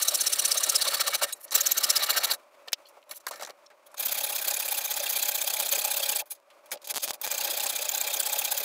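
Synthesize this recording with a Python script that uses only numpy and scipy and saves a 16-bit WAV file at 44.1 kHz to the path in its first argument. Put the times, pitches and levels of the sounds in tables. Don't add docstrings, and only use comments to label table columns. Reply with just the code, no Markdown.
import sys
import numpy as np
from scipy import signal
from scipy.fft import rfft, irfft
from scipy.io import wavfile
from scipy.ndimage import uniform_filter1d

SR = 44100
rng = np.random.default_rng(int(sys.argv[2]) if len(sys.argv) > 2 else 0)


def voltage_ratio(level):
    return 10 ** (np.asarray(level, float) / 20)


def file_out(sig):
    cols = np.atleast_2d(sig).T
    lim = np.clip(cols, -1, 1)
    pcm = np.round(lim * 32767).astype(np.int16)
    wavfile.write(sys.argv[1], SR, pcm)


N = 381024
SECOND_KERF_S, RECLAMP_S = 1.45, 3.6
PULL_LAG_S, TEETH_SPREAD = .002, 0.03
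BUMP_RISE_SHARE = 0.069
REST_DB, BENCH_UNDER_SLIDE_DB = -89, -2.5
SQUEAK_S = 0.014
HUM_DB = -60

# (time [s], push peak [dB], pull peak [dB], push teeth [Hz], pull teeth [Hz])
KERF_1 = [(-0.022, -24, -16.5, 6280, 8770), (0.197, -23, -28, 5820, 9830),
          (0.684, -23.5, -17.5, 5900, 9560), (0.741, -18.5, -27.5, 5310, 3900),
          (0.928, -19.5, -22, 4130, 3900), (1.06, -20, -34, 4400, 3840), (1.129, -17, -29, 4200, 3800),
          (1.207, -19.5, -44, 4300, 3900), (1.253, -22.5, -38.5, 4300, 3800)]
KERF_2 = [(1.539, -15.5, -15.5, 7060, 5000), (1.598, -23, -28, 6500, 4400),
          (1.65, -21.5, -28.5, 6220, 4200), (1.763, -24.5, -29.5, 6000, 4300),
          (1.824, -23, -20.5, 5420, 4650), (1.948, -17, -30, 4986, 4350), (2.018, -18.5, -30.5, 4350, 4400),
          (2.228, -19, -29, 4400, 4140), (2.296, -21, -29.5, 4400, 3580)]
KERF_3 = [(3.986, -27, -26.5, 6900, 7100), (4.375, -27.5, -23, 7030, 6800),
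          (4.412, -27.5, -24.5, 7080, 6700), (4.61, -23.5, -23, 7266, 7560),
          (4.736, -27, -25.5, 7070, 7300), (5.088, -25, -24.5, 7300, 7100),
          (5.837, -21.5, -28.5, 7470, 7870), (6.107, -25, -22.5, 7700, 7500),
          (6.175, -23.5, -27, 8070, 6300)]
KERF_4 = [(7.228, -31, -36.5, 7100, 6700), (7.369, -27.5, -24.5, 7120, 7150),
          (7.529, -25.5, -24.5, 7900, 7240), (7.807, -27.5, -24, 7500, 7780),
          (7.966, -26.5, -24, 7200, 7040), (8.064, -27, -29.5, 6990, 7200), (8.125, -26, -25, 7750, 7290),
          (8.376, -26, -27.5, 7530, 6970), (8.628, -25, -22.5, 7640, 6330)]
COUNTS = [
    [-1, 6, 22, 24, 30, 34, 36, 38, 39],
    [0, 2, 4, 8, 10, 14, 16, 22, 24],
    [0, 13, 14, 21, 25, 36, 60, 69, 71],
    [0, 4, 9, 18, 23, 26, 28, 36, 44],
]
# (both strokes late [ms], push [dB], pull [dB], push whistle [dB],
# pull whistle [dB])
PAIRS_1 = [(0.75, 0.0, -5.5, 0.0, -6.5), (2.0, 2.5, -5.5, -3, 7.5), (-2.0, 1.5, -1.5, 4, -7),
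           (0.5, 2, 0.5, -1.5, 6.5), (0.0, 0.5, 3, 5, 1), (-1.0, 1, -0.5, 4.5, 10), (-1.5, 2, -1.5, -1, 8),
           (0.16, 0.5, -2, 3.5, 6.5), (-0.5, 1.5, 0, 3.5, 5.5), (1.5, 1, -3.5, 2, 3),
           (1.44, -1.5, -4, 2.5, 5.5), (0.5, -0.5, -6, 3, -3.5), (-1.4, 0.5, -1.5, 3, -9),
           (2.0, -2, 0, 4.5, 6.0), (1.65, -3.5, 1.5, 6, -6.5), (-0.5, -3.5, -2, 6, -0.5),
           (1.5, -1, -3.5, -11, -5.5), (0.5, 0, -0.5, -15, -5.5), (1.07, -1.5, 1, -12.0, -4.5),
           (-0.5, -3.5, 1, 3, -7.0), (4, -0.5, 1, -9.0, -8.0)]
PAIRS_2 = [(1.0, -1.5, 2, 0, 4), (0.0, -1, 2, 7, -6), (3.0, 1.5, 3, 4, -8), (-1.1, 0.5, 0.5, 2.5, 0.5),
           (1.4, 3, -1.5, 2, -12.0), (2, 4.5, -2, 0.5, -2), (1.5, 1, 1.5, 0.5, -3), (1.0, -1, 5, -0.5, 8),
           (0.5, -2.5, 3.5, 1.5, 14), (-0.9, 0, 4.5, 5, 2), (1.5, 0.5, 0, -10.5, 1),
           (-0.17, 1, 1.0, 1, -1.5), (2, 0.5, 0.0, 9, 0.0)]
PAIRS_3 = [(2.5, -0.5, 1, -14, -9), (-0.5, 0, 1, -2, 0), (1, 2.5, 0, -14, -2.0),
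           (3, 1.6, -0.5, -11.5, -2.0), (2.5, 2, -3, -7, -2), (1, 0.3, -2.5, -14, -15),
           (-0.5, 1.5, -3.5, -14, 5), (-3, -1.5, 1, -6.5, -3), (-0.5, 2, 0.5, 4, 9.5),
           (3.5, -1.4, -3, 3.5, 7.5), (5.5, -1.8, -2, -3, -2), (0.5, -3, -1.5, -8, 8.5),
           (-0.5, 1, -0.5, -11, 5), (-1.5, 2.5, -2.5, -13, -3), (3, 1.5, -3.5, -10, -8),
           (1.5, 1.5, -1.5, -16, 5), (-4, 0.5, -0.5, -2.5, 5.5), (-4, -0.8, -0.5, -14, 3),
           (-2.5, 1.1, 0, 1, 1.5), (-0.5, 1.5, -0.5, -7.5, 2), (0.5, 0.7, 1, 3, 4),
           (-2.5, 1, -0.5, -1.5, 3), (0.5, -1, 0.5, -1, 3.5), (2, -1, -2.5, 1, 6), (-1.5, -1.3, 2.5, -1, 6),
           (-1, -3.5, 1.5, -1, 7.5), (-1.5, -0.5, 4.5, -0.5, -1.0), (-3.5, -3, 0.5, 3, 13),
           (-2, 1, 7.5, -1, 8), (0.5, -3.5, 2, 2, 5.5), (-1.5, -1.9, 3.0, 3.5, 7.5), (2.5, -2, 1, 1.5, 4),
           (1, -1.5, -1, -2.5, 6.5), (2.5, -0.5, -1.5, -4, 6.5), (1, 1.6, -1, 0, 1), (3.5, -0.5, 3, 4.5, 3)]
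PAIRS_4 = [(1, 1.5, 2, -5.5, 5), (0.5, 3.5, 0.5, -1, 3), (-3, -1, 0.5, 5, -1), (-1.5, 0.5, -0.5, 0, 2.5),
           (-3.5, 0, -2.5, -4, -5.0), (1, -0.5, -0.5, -4.0, 6.5), (-0.5, 0, -2, -2.5, 8),
           (1.5, 1.5, -3, -2, 1.5), (1.5, 1.5, -3.5, -2, 3), (-0.5, 1.5, -4, 0, 3.5), (6, -1.5, -4.5, 8, 6),
           (0, -1.5, -2, 9.5, 6), (-1, -0.5, 2, 8, 0.0), (-2.5, 1, 0, 2, 2), (0, 0.5, -1, 3.5, 6.5),
           (0, 0.5, -2.5, 7.5, 8), (-1, 1, 0.5, 2, 4), (3.5, 0, 3, 3.5, -1.0), (-0.5, 0.5, 2, 3.5, 0),
           (-3.5, 0.5, -2, 1.5, 1), (1, 1.0, -4, -2.5, -8), (-3, 0.5, -3, 0.5, -6.5),
           (-3, -3, 0.0, -12.0, 0.0)]
# (bench [dB], board at 5000 Hz teeth [dB], edge hiss on entry [dB], edge hiss at depth [dB])
KERF_COLOUR = [(-10, -4.5, 5.5, 0.5), (-9.5, -3, 4.5, 2.5), (-8.5, 0, 5.5, 4.5), (-7.5, 0.5, 2.5, 4.5)]
# (first clamping [dB/kHz], second [dB/kHz])
BOARD_DB_PER_KHZ = (-2, -1.5)
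PEAK_SHARES = [(.52, .42), (.56, .33)]
# (frequency [Hz], width [Hz], level [dB])
FIRST_CLAMP = [(580, 80, 16), (850, 80, 3), (1330, 70, 8), (1580, 60, 4), (1820, 90, 7), (2880, 80, 4),
               (3900, 180, 6.5), (4420, 130, 6), (5450, 200, 4), (7280, 150, 3), (11000, 300, 3),
               (1170, 60, 6), (2250, 90, 5), (6100, 150, 4)]
SECOND_CLAMP = [(573, 70, 17), (840, 50, 15), (1570, 60, 3), (2385, 70, 10), (3250, 150, 4), (4050, 120, 6),
                (4470, 90, 5), (6430, 140, 5), (10600, 400, 5), (14200, 700, 5), (15700, 300, 4),
                (4950, 250, 3), (2610, 70, 4), (3720, 120, 4)]
# (time [s], peak [dB], wood [dB], edge hiss [dB])
BUMPS = [(2.332, -25, -3, 8.5), (2.674, -50, 10, -3), (2.885, -50, 0, 10), (3.092, -43, 1, 10),
         (3.109, -32, 4.5, 10.5), (3.2, -50, -14, 4), (3.266, -43, 18, 5), (3.335, -40, 6.5, 1),
         (3.396, -42, 5, -1), (3.354, -45.5, 8, 7), (3.409, -41.5, 7, 0), (3.43, -33, 1, -6),
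         (3.471, -45, 7, -2), (3.489, -48.5, 14.5, 8), (3.7, -61, 14.5, -14), (3.942, -44, -2, 0),
         (6.255, -52, 2, 9), (6.872, -27.5, -7, 6), (6.348, -51, -16, 4), (6.657, -49, 3, 6),
         (6.714, -24.5, 0, 5), (6.76, -73, 7.5, -2), (6.815, -51, -10, -2), (6.842, -38, -10, 0.5),
         (7.132, -34.5, -3, -0.5), (7.213, -25, -3, 11.5)]
# (time [s], peak [dB], wood [dB], edge hiss [dB], part before the peak [share])
DRAWS = [(1.323, -27, -12, 11, 0.1), (1.343, -50, 1, 9, 0.5), (1.39, -40, 4, 16, .95),
         (1.421, -33, -4, 17, 0.72), (1.46, -56.5, 6, 0, .7), (1.508, -23.5, 0.5, 7.5, 0.47),
         (2.845, -55.5, -5, 9, .7), (3.138, -37, -21, 13, 0.68), (3.272, -31.5, 2, 8.5, .35),
         (3.308, -41, 4.5, -6, 0.38), (3.656, -54, -14, -19, 0.43), (3.855, -46, 1.5, 9, .5),
         (3.963, -32, -5, 0, .9), (6.298, -29, -5, 12.5, 0.28), (6.884, -24, -5.5, 2.5, .6),
         (6.939, -28, -18, 0, 0.41), (6.991, -36, -18, -2, 0.79), (7.014, -20.5, -7.5, 6.5, 0.45),
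         (7.067, -30, -9, -2, 0.93)]
RESTS = [2.363, 2.709, 2.915, 3.192, 3.23, 3.304, 3.448, 3.53, 3.674, 3.745, 3.885, 3.958, 6.224, 6.38,
         6.685, 6.8, 6.929, 7.117, 7.168]
# (time [s], peak [dB])
SNAPS = [(1.562, -15), (2.72, -40), (5.613, -20), (2.165, -21), (4.07, -23), (4.189, -32), (6.819, -48),
         (6.831, -45), (6.941, -23), (6.946, -23), (6.948, -32), (6.96, -18), (6.967, -17), (6.975, -16),
         (6.981, -17), (7.078, -20), (7.085, -21), (7.1075, -13), (7.266, -19), (7.276, -19), (7.661, -21),
         (6.401, -55), (3.703, -52), (3.019, -56), (3.04, -57), (2.82, -58), (3.027, -58), (5.6, -21),
         (4.307, -29)]
# (time [s], level [dB])
BLADE_RINGS = [
    (1.325, -29.5),
    (2.338, -36),
    (6.817, -58),
]
# (frequency [Hz], level [dB])
BLADE_MODES = [(3930, 0.5), (5190, -6), (6790, 3), (8210, 3), (9660, 2), (11230, 3), (12560, -2)]
# (time [s], level [dB]), and the pitch of each squeak [Hz]
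SQUEAKS = [
    (2.851, -60),
    (2.862, -62),
    (2.872, -67),
    (3.659, -59.5),
]
SQUEAK_HZ = [4350, 4300, 4400, 5500]
# (time [s], peak [dB], main pitch [Hz], t60 [s])
KNOCKS = [(1.48, -40.5, 5200, 0.041), (1.509, -23, 7000, .02), (2.683, -27.5, 4170, 0.024),
          (2.7215, -29, 14000, 0.014), (2.7205, -35, 2400, .05), (2.731, -9.5, 4420, 0.027),
          (2.730, -21, 8000, .02), (2.730, -21, 2850, .03), (2.676, -38, 720, .06),
          (3.449, -27, 5500, .012), (2.925, -48, 700, 0.023), (2.968, -45, 705, 0.049),
          (3.028, -48, 3020, .02), (3.112, -27, 3700, 0.012), (3.267, -18, 1430, 0.041),
          (3.267, -24.5, 5360, .03), (3.310, -25, 860, 0.07), (3.312, -35, 5700, .06),
          (3.359, -36, 5500, .02), (3.422, -25.5, 940, 0.063), (3.463, -34, 5500, .015),
          (3.505, -35, 5000, 0.013), (3.473, -36, 1100, .04), (3.943, -35.5, 1190, .03),
          (6.502, -49, 2980, 0.075), (6.773, -40, 4000, .02), (6.709, -33.5, 8950, .02),
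          (6.717, -30, 2080, 0.055), (6.755, -44, 3800, .03), (6.502, -54, 9000, .05),
          (7.213, -44, 6000, .02), (3.407, -37, 5500, .012), (3.411, -31, 1500, .02),
          (3.4235, -30, 5700, .015), (3.453, -40, 1500, .02), (3.458, -41, 5500, .01),
          (3.497, -37, 4500, .012), (3.463, -41, 10000, .01), (3.504, -42, 10000, .01),
          (3.449, -37, 10000, .01), (3.136, -42, 2600, .02), (5.735, -20, 3000, .025),
          (3.916, -52, 9000, .05)]
# (frequency [Hz], density [dB per Hz])
HUM = [(40, -33), (150, -32.5), (350, -9.5), (480, -12), (580, 6.5), (700, -7), (1100, -3.5), (1800, -16),
       (2400, -12.5), (3000, -20), (16000, -31)]


def saw():
    start, peak_db, share, tooth_hz, push, whistle_db, *colour = movements()
    row, past_peak, speed = strokes(start, share)
    push, tooth_hz, whistle_db = push[row], tooth_hz[row], whistle_db[row]
    bench_db, board_db, edge_db = uniform_filter1d(np.array(colour)[:, row], size=200, axis=1)
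    cutting = tooth_hz > 0
    pulled, spent = cutting * (1 - push), push * past_peak.clip(0)
    first = np.arange(N) < SECOND_KERF_S * SR

    rising = past_peak < 0
    dip_db = by_clamp(14.4, 16.3) * np.where(cutting, 1, 0.65)
    into_push = cutting * (rising == push)
    deep_dip_db = dip_db - by_clamp(11.5, 10.8) * into_push
    bend = np.where(cutting, 0.45, 1.05)
    blade_share = 1 / np.sqrt(1 + voltage_ratio(2 * edge_db))
    sharp = blade_share * voltage_ratio(pressure_db(peak_db, row, rising, speed, dip_db, bend))
    deep = blade_share * voltage_ratio(pressure_db(peak_db, row, rising, speed, deep_dip_db, bend))
    lasting = np.sqrt(signal.lfilter([.003], [1, -.997], deep ** 2))
    mean = np.sqrt(uniform_filter1d(deep ** 2, size=2600).clip(0))

    unevenness = voltage_ratio(2.5 * np.minimum(rng.exponential(1, N), 5) + 1.1 * drift(150.0))
    rub, scuff = grit(unevenness, patchy_db=5.0), grit(unevenness, patchy_db=4.5)

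    octave = np.where(first, .25, np.clip(tooth_hz / 1000 - 4.7, .15, .9))
    whistle = voltage_ratio(by_clamp(-0.88, 0.96) + 5.66 * push + whistle_db)
    whistle = whistle * teeth(tooth_hz, past_peak, push, octave)

    brisk = push * np.clip(tooth_hz / 1500 - 2.6, .15, 1)
    bite = voltage_ratio(by_clamp(np.where(first, 5.5, 1.5), -7)) * (brisk * speed ** 3 + 0.27 * pulled)
    bite = bite * rms_one(np.where(first, band(scuff, 7970, 10870), band(scuff, 7360, 10230)))

    chatter_db = by_clamp(-9 + push * 1.5 * np.minimum(board_db + 1, 0), -3.5 - 3.5 * push)
    chatter = voltage_ratio(chatter_db) * groan(row, push, past_peak) * cutting

    upper_db = by_clamp(-4.5, -5.0) - by_clamp(13.0, 0.78) * pulled + 4.0 * (brisk - push)
    upper = voltage_ratio(upper_db) * rms_one(band(rub, 5200, 8470))
    middle = voltage_ratio(by_clamp(-5.0, -6.0) + 3.86 * push * speed ** 4) * rms_one(band(scuff, 2884, 5050))
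    blade = sharp * (upper + whistle + bite) + deep * (middle + chatter)

    hiss_db = edge_db + 15.5 + by_clamp(4.5, 5.0) * push - 8.0 * spent - 6.91 * (4.0 - speed)
    edge = sharp * voltage_ratio(hiss_db) * rms_one(band(scuff, 9470, 15300))

    board_db = board_db - 5.0 - by_clamp(9.0, -6.5) * push * past_peak - by_clamp(3.7, -2.1) * brisk * speed
    board = lasting ** .3 * deep ** 0.71 * voltage_ratio(board_db) * rms_one(band(rub, 955, 2270))

    evened = np.sqrt(lasting * np.minimum(mean, 0.82 * lasting)) * voltage_ratio(bench_db)
    low = band(band(rub, 140, 480, order=1), 300, 600, order=1)
    bench = voltage_ratio(-4.0) * rms_one(band(scuff, 432, 1100)) + voltage_ratio(-10.0) * rms_one(low)
    rumble = voltage_ratio(-38.5) * lasting * rms_one(band(scuff, 24, 130, order=1))
    return blade + edge + board + evened * bench + rumble


def cuts():
    rows = []
    kerfs = (KERF_1, KERF_2, KERF_3, KERF_4)
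    all_pairs = (PAIRS_1, PAIRS_2, PAIRS_3, PAIRS_4)
    for kerf, pairs, counts, colour in zip(kerfs, all_pairs, COUNTS, KERF_COLOUR):
        bench_db, board_db, entry_db, depth_db = colour
        n = np.arange(counts[0], counts[-1] + 1)
        s, push_db, pull_db, push_hz, pull_hz = [np.interp(n, counts, c) for c in np.transpose(kerf)]
        push, later = n % 2 == 0, int(s[0] > RECLAMP_S)
        late_ms, more_push, more_pull, *whistle_db = np.array(pairs)[n // 2 - n[0] // 2].T
        start = s + PULL_LAG_S * ~push + late_ms / 1000
        peak_db = np.where(push, push_db + more_push, pull_db + more_pull)
        share = np.where(push, *PEAK_SHARES[later])
        hz = np.where(push, push_hz, pull_hz) * (1 + TEETH_SPREAD * rng.standard_normal(len(n)))
        board = board_db + BOARD_DB_PER_KHZ[later] * (push_hz - 5000) / 1000
        edge = np.linspace(entry_db, depth_db, len(n))
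        rows += zip(start, peak_db, share, hz, push, np.where(push, *whistle_db),
                    bench_db + 0 * s, board, edge)
    return rows


def movements():
    rows = cuts()
    for s, db, wood, edge, share in [(*bump, BUMP_RISE_SHARE) for bump in BUMPS] + DRAWS:
        rows.append((s, db, share, 0, 0, 0, wood + BENCH_UNDER_SLIDE_DB, wood, edge))
    for rest in RESTS:
        colour = max(r for r in rows if r[0] < rest)[-3:]
        rows.append((rest, REST_DB, .5, 0, 0, 0, *colour))
    return np.transpose(sorted(rows))


def strokes(s, share):
    t = np.arange(N) / SR
    ends = np.append(s[1:], s[-1] + 0.022)
    row = np.clip(np.searchsorted(s, t, "right") - 1, 0, None)
    along = (t - s[row]) / (ends - s)[row]
    top = np.clip(share, .03, .97)[row]
    reach = np.where(along < top, along / top, (1 - along) / (1 - top))
    return row, along - top, np.sin(np.pi / 2 * np.clip(reach, 0, 1))


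def pressure_db(peak, row, rising, speed, dip_db, bend):
    turn = np.minimum(peak, np.append(peak[0], peak[:-1]))
    base = np.where(rising, turn[row], np.append(turn[1:], turn[-1])[row]) - dip_db
    base = np.maximum(base, peak[row] - 28.0)
    return base + (peak[row] - base) * speed ** bend


def grit(unevenness, patchy_db):
    tear, shake = rng.standard_normal((2, N)) * unevenness
    knots = np.arange(0, N + 700, 700)
    spans = np.split(np.arange(N), [round(RECLAMP_S * SR)])
    rung = []
    for clamp, at in zip((FIRST_CLAMP, SECOND_CLAMP), spans):
        board = np.zeros(len(at))
        for k, (hz, width, db) in enumerate(clamp):
            patches = np.interp(at, knots, rng.standard_normal(len(knots)))
            fed = shake[at] * voltage_ratio(db + patchy_db * patches)
            board += (-1) ** k * resonance(fed, hz, width)
        rung.append(board)
    return .9 * tear + np.concatenate(rung)


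def teeth(top_hz, past_peak, push, octave):
    past = past_peak + by_clamp(.02, 0.19 * push - 0.09)
    glide = 1 + by_clamp(.6 * octave - .35, 3.0 * push - 0.8) * past
    rate = top_hz * glide * (1 + by_clamp(.06, .065) * drift(500.0))
    turns = 2 * np.pi * np.cumsum(rate) / SR
    tone = np.sin(turns) + by_clamp(octave, .25) * voltage_ratio(3.0 * drift(100.0)) * np.sin(2 * turns)
    burst = np.exp(-(past / by_clamp(0.057 + 0.15 * push, 0.055 - 0.0092 * push)) ** 2)
    return tone * voltage_ratio(3.65 * drift(450.0)) * burst * np.clip(top_hz / 1500 - 2.6, 0, 1)


def groan(row, push, past_peak):
    chance = rng.standard_normal((row.max() + 1, 3))[row].T
    hz = np.where(push, by_clamp(1500, 3300), by_clamp(4050, 2500))
    hz = hz * (1 + by_clamp(.06, .03 + .06 * push) * chance[0] + .02 * drift(500.0))
    past = past_peak - by_clamp(.08, .16 - .1 * push) - by_clamp(.15, .07) * chance[1]
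    tone = np.sin(2 * np.pi * np.cumsum(hz * (1 + .5 * np.abs(past))) / SR)
    level = voltage_ratio(by_clamp(4.0, 2.0) * chance[2] + 3.5 * drift(250.0))
    return tone * level * np.exp(-(past / .14) ** 2)


def snaps():
    clicks = np.full(N, 1e-18)
    for s, db in SNAPS:
        clicks[round(s * SR)] = voltage_ratio(db) * rng.choice([-1, 1])
    return 4.6 * band(clicks, 1500, 12000, order=1) + 7.0 * resonance(clicks, 760, 740)


def blade_rings():
    flicks = np.full(N, 1e-18)
    for s, db in BLADE_RINGS:
        flicks[round(s * SR):][:400] = voltage_ratio(db) * rng.standard_normal(400)
    return sum(voltage_ratio(db) * resonance(flicks, hz, 84.0) for hz, db in BLADE_MODES) * 4.4


def squeaks():
    out, size = np.zeros(N), round(SQUEAK_S * SR)
    for (s, db), hz in zip(SQUEAKS, SQUEAK_HZ):
        rub = np.append(rng.standard_normal(800)[:size] * np.hanning(size), np.zeros(900))
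        tone = resonance(rub, hz, 200.0) + .5 * resonance(rub, 0.75 * hz, 254.0)
        out[round(s * SR):][:len(rub)] += voltage_ratio(db) * rms_one(band(tone, hz / 2, 1.3 * hz))
    return out


def knocks():
    out, t = np.zeros(N + 4096), np.arange(4096) / SR
    for s, db, hz, t60 in KNOCKS:
        burst = rng.standard_normal(4096) * voltage_ratio(-60 * t / t60)
        crack = band(burst * voltage_ratio(-30.0 * t / t60), 420, 22000)
        body = band(burst, hz * 0.63, hz * 1.31) + np.clip(0.39 + db / 120, 0, 1) * crack
        out[round(s * SR):][:4096] += voltage_ratio(db) * body / np.abs(body).max()
    return band(out[:N], 380, 19000)


def hum():
    hz = np.arange(N // 2 + 1) * SR / N + 1
    table_hz, table_db = np.transpose(HUM)
    colour = voltage_ratio(np.interp(np.log(hz), np.log(table_hz), table_db))
    noise = rms_one(irfft(rfft(rng.standard_normal(N)) * colour, N))
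    return voltage_ratio(HUM_DB + 2.0 * drift(25.0) + 2.0 * drift(5.9)) * noise


def by_clamp(first, second):
    return np.where(np.arange(N) < RECLAMP_S * SR, first, second)


def rms_one(x):
    return x / np.sqrt(np.mean(x ** 2) + 1e-20)


def band(x, low_hz, high_hz, order=2):
    edges = [low_hz, min(high_hz, .45 * SR)]
    return signal.sosfilt(signal.butter(order, edges, "band", fs=SR, output="sos"), x)


def resonance(x, hz, width_hz):
    r = np.exp(-np.pi * width_hz / SR)
    poles = [1, -2 * r * np.cos(2 * np.pi * hz / SR), r * r]
    return signal.lfilter(np.array([1, 0, -1]) * (1 - r * r) / 2, poles, x)


def drift(hz):
    r = np.exp(-2 * np.pi * hz / SR)
    return rms_one(signal.lfilter([1], [1, -2 * r, r * r], rng.standard_normal(N + SR))[SR:])


def scene():
    return (saw() + snaps() + knocks() + blade_rings() + squeaks() + hum())[None]


def low_pass(x):
    return signal.sosfilt(signal.butter(12, 17120, fs=SR, output="sos"), x)


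def record(dry):
    rounded = .6 * np.tanh(dry / .6)
    mix = signal.sosfilt(signal.cheby2(20, 60, 16020, fs=SR, output="sos"), rounded)
    return low_pass(mix)


dry = scene()
out = record(dry)
file_out(out)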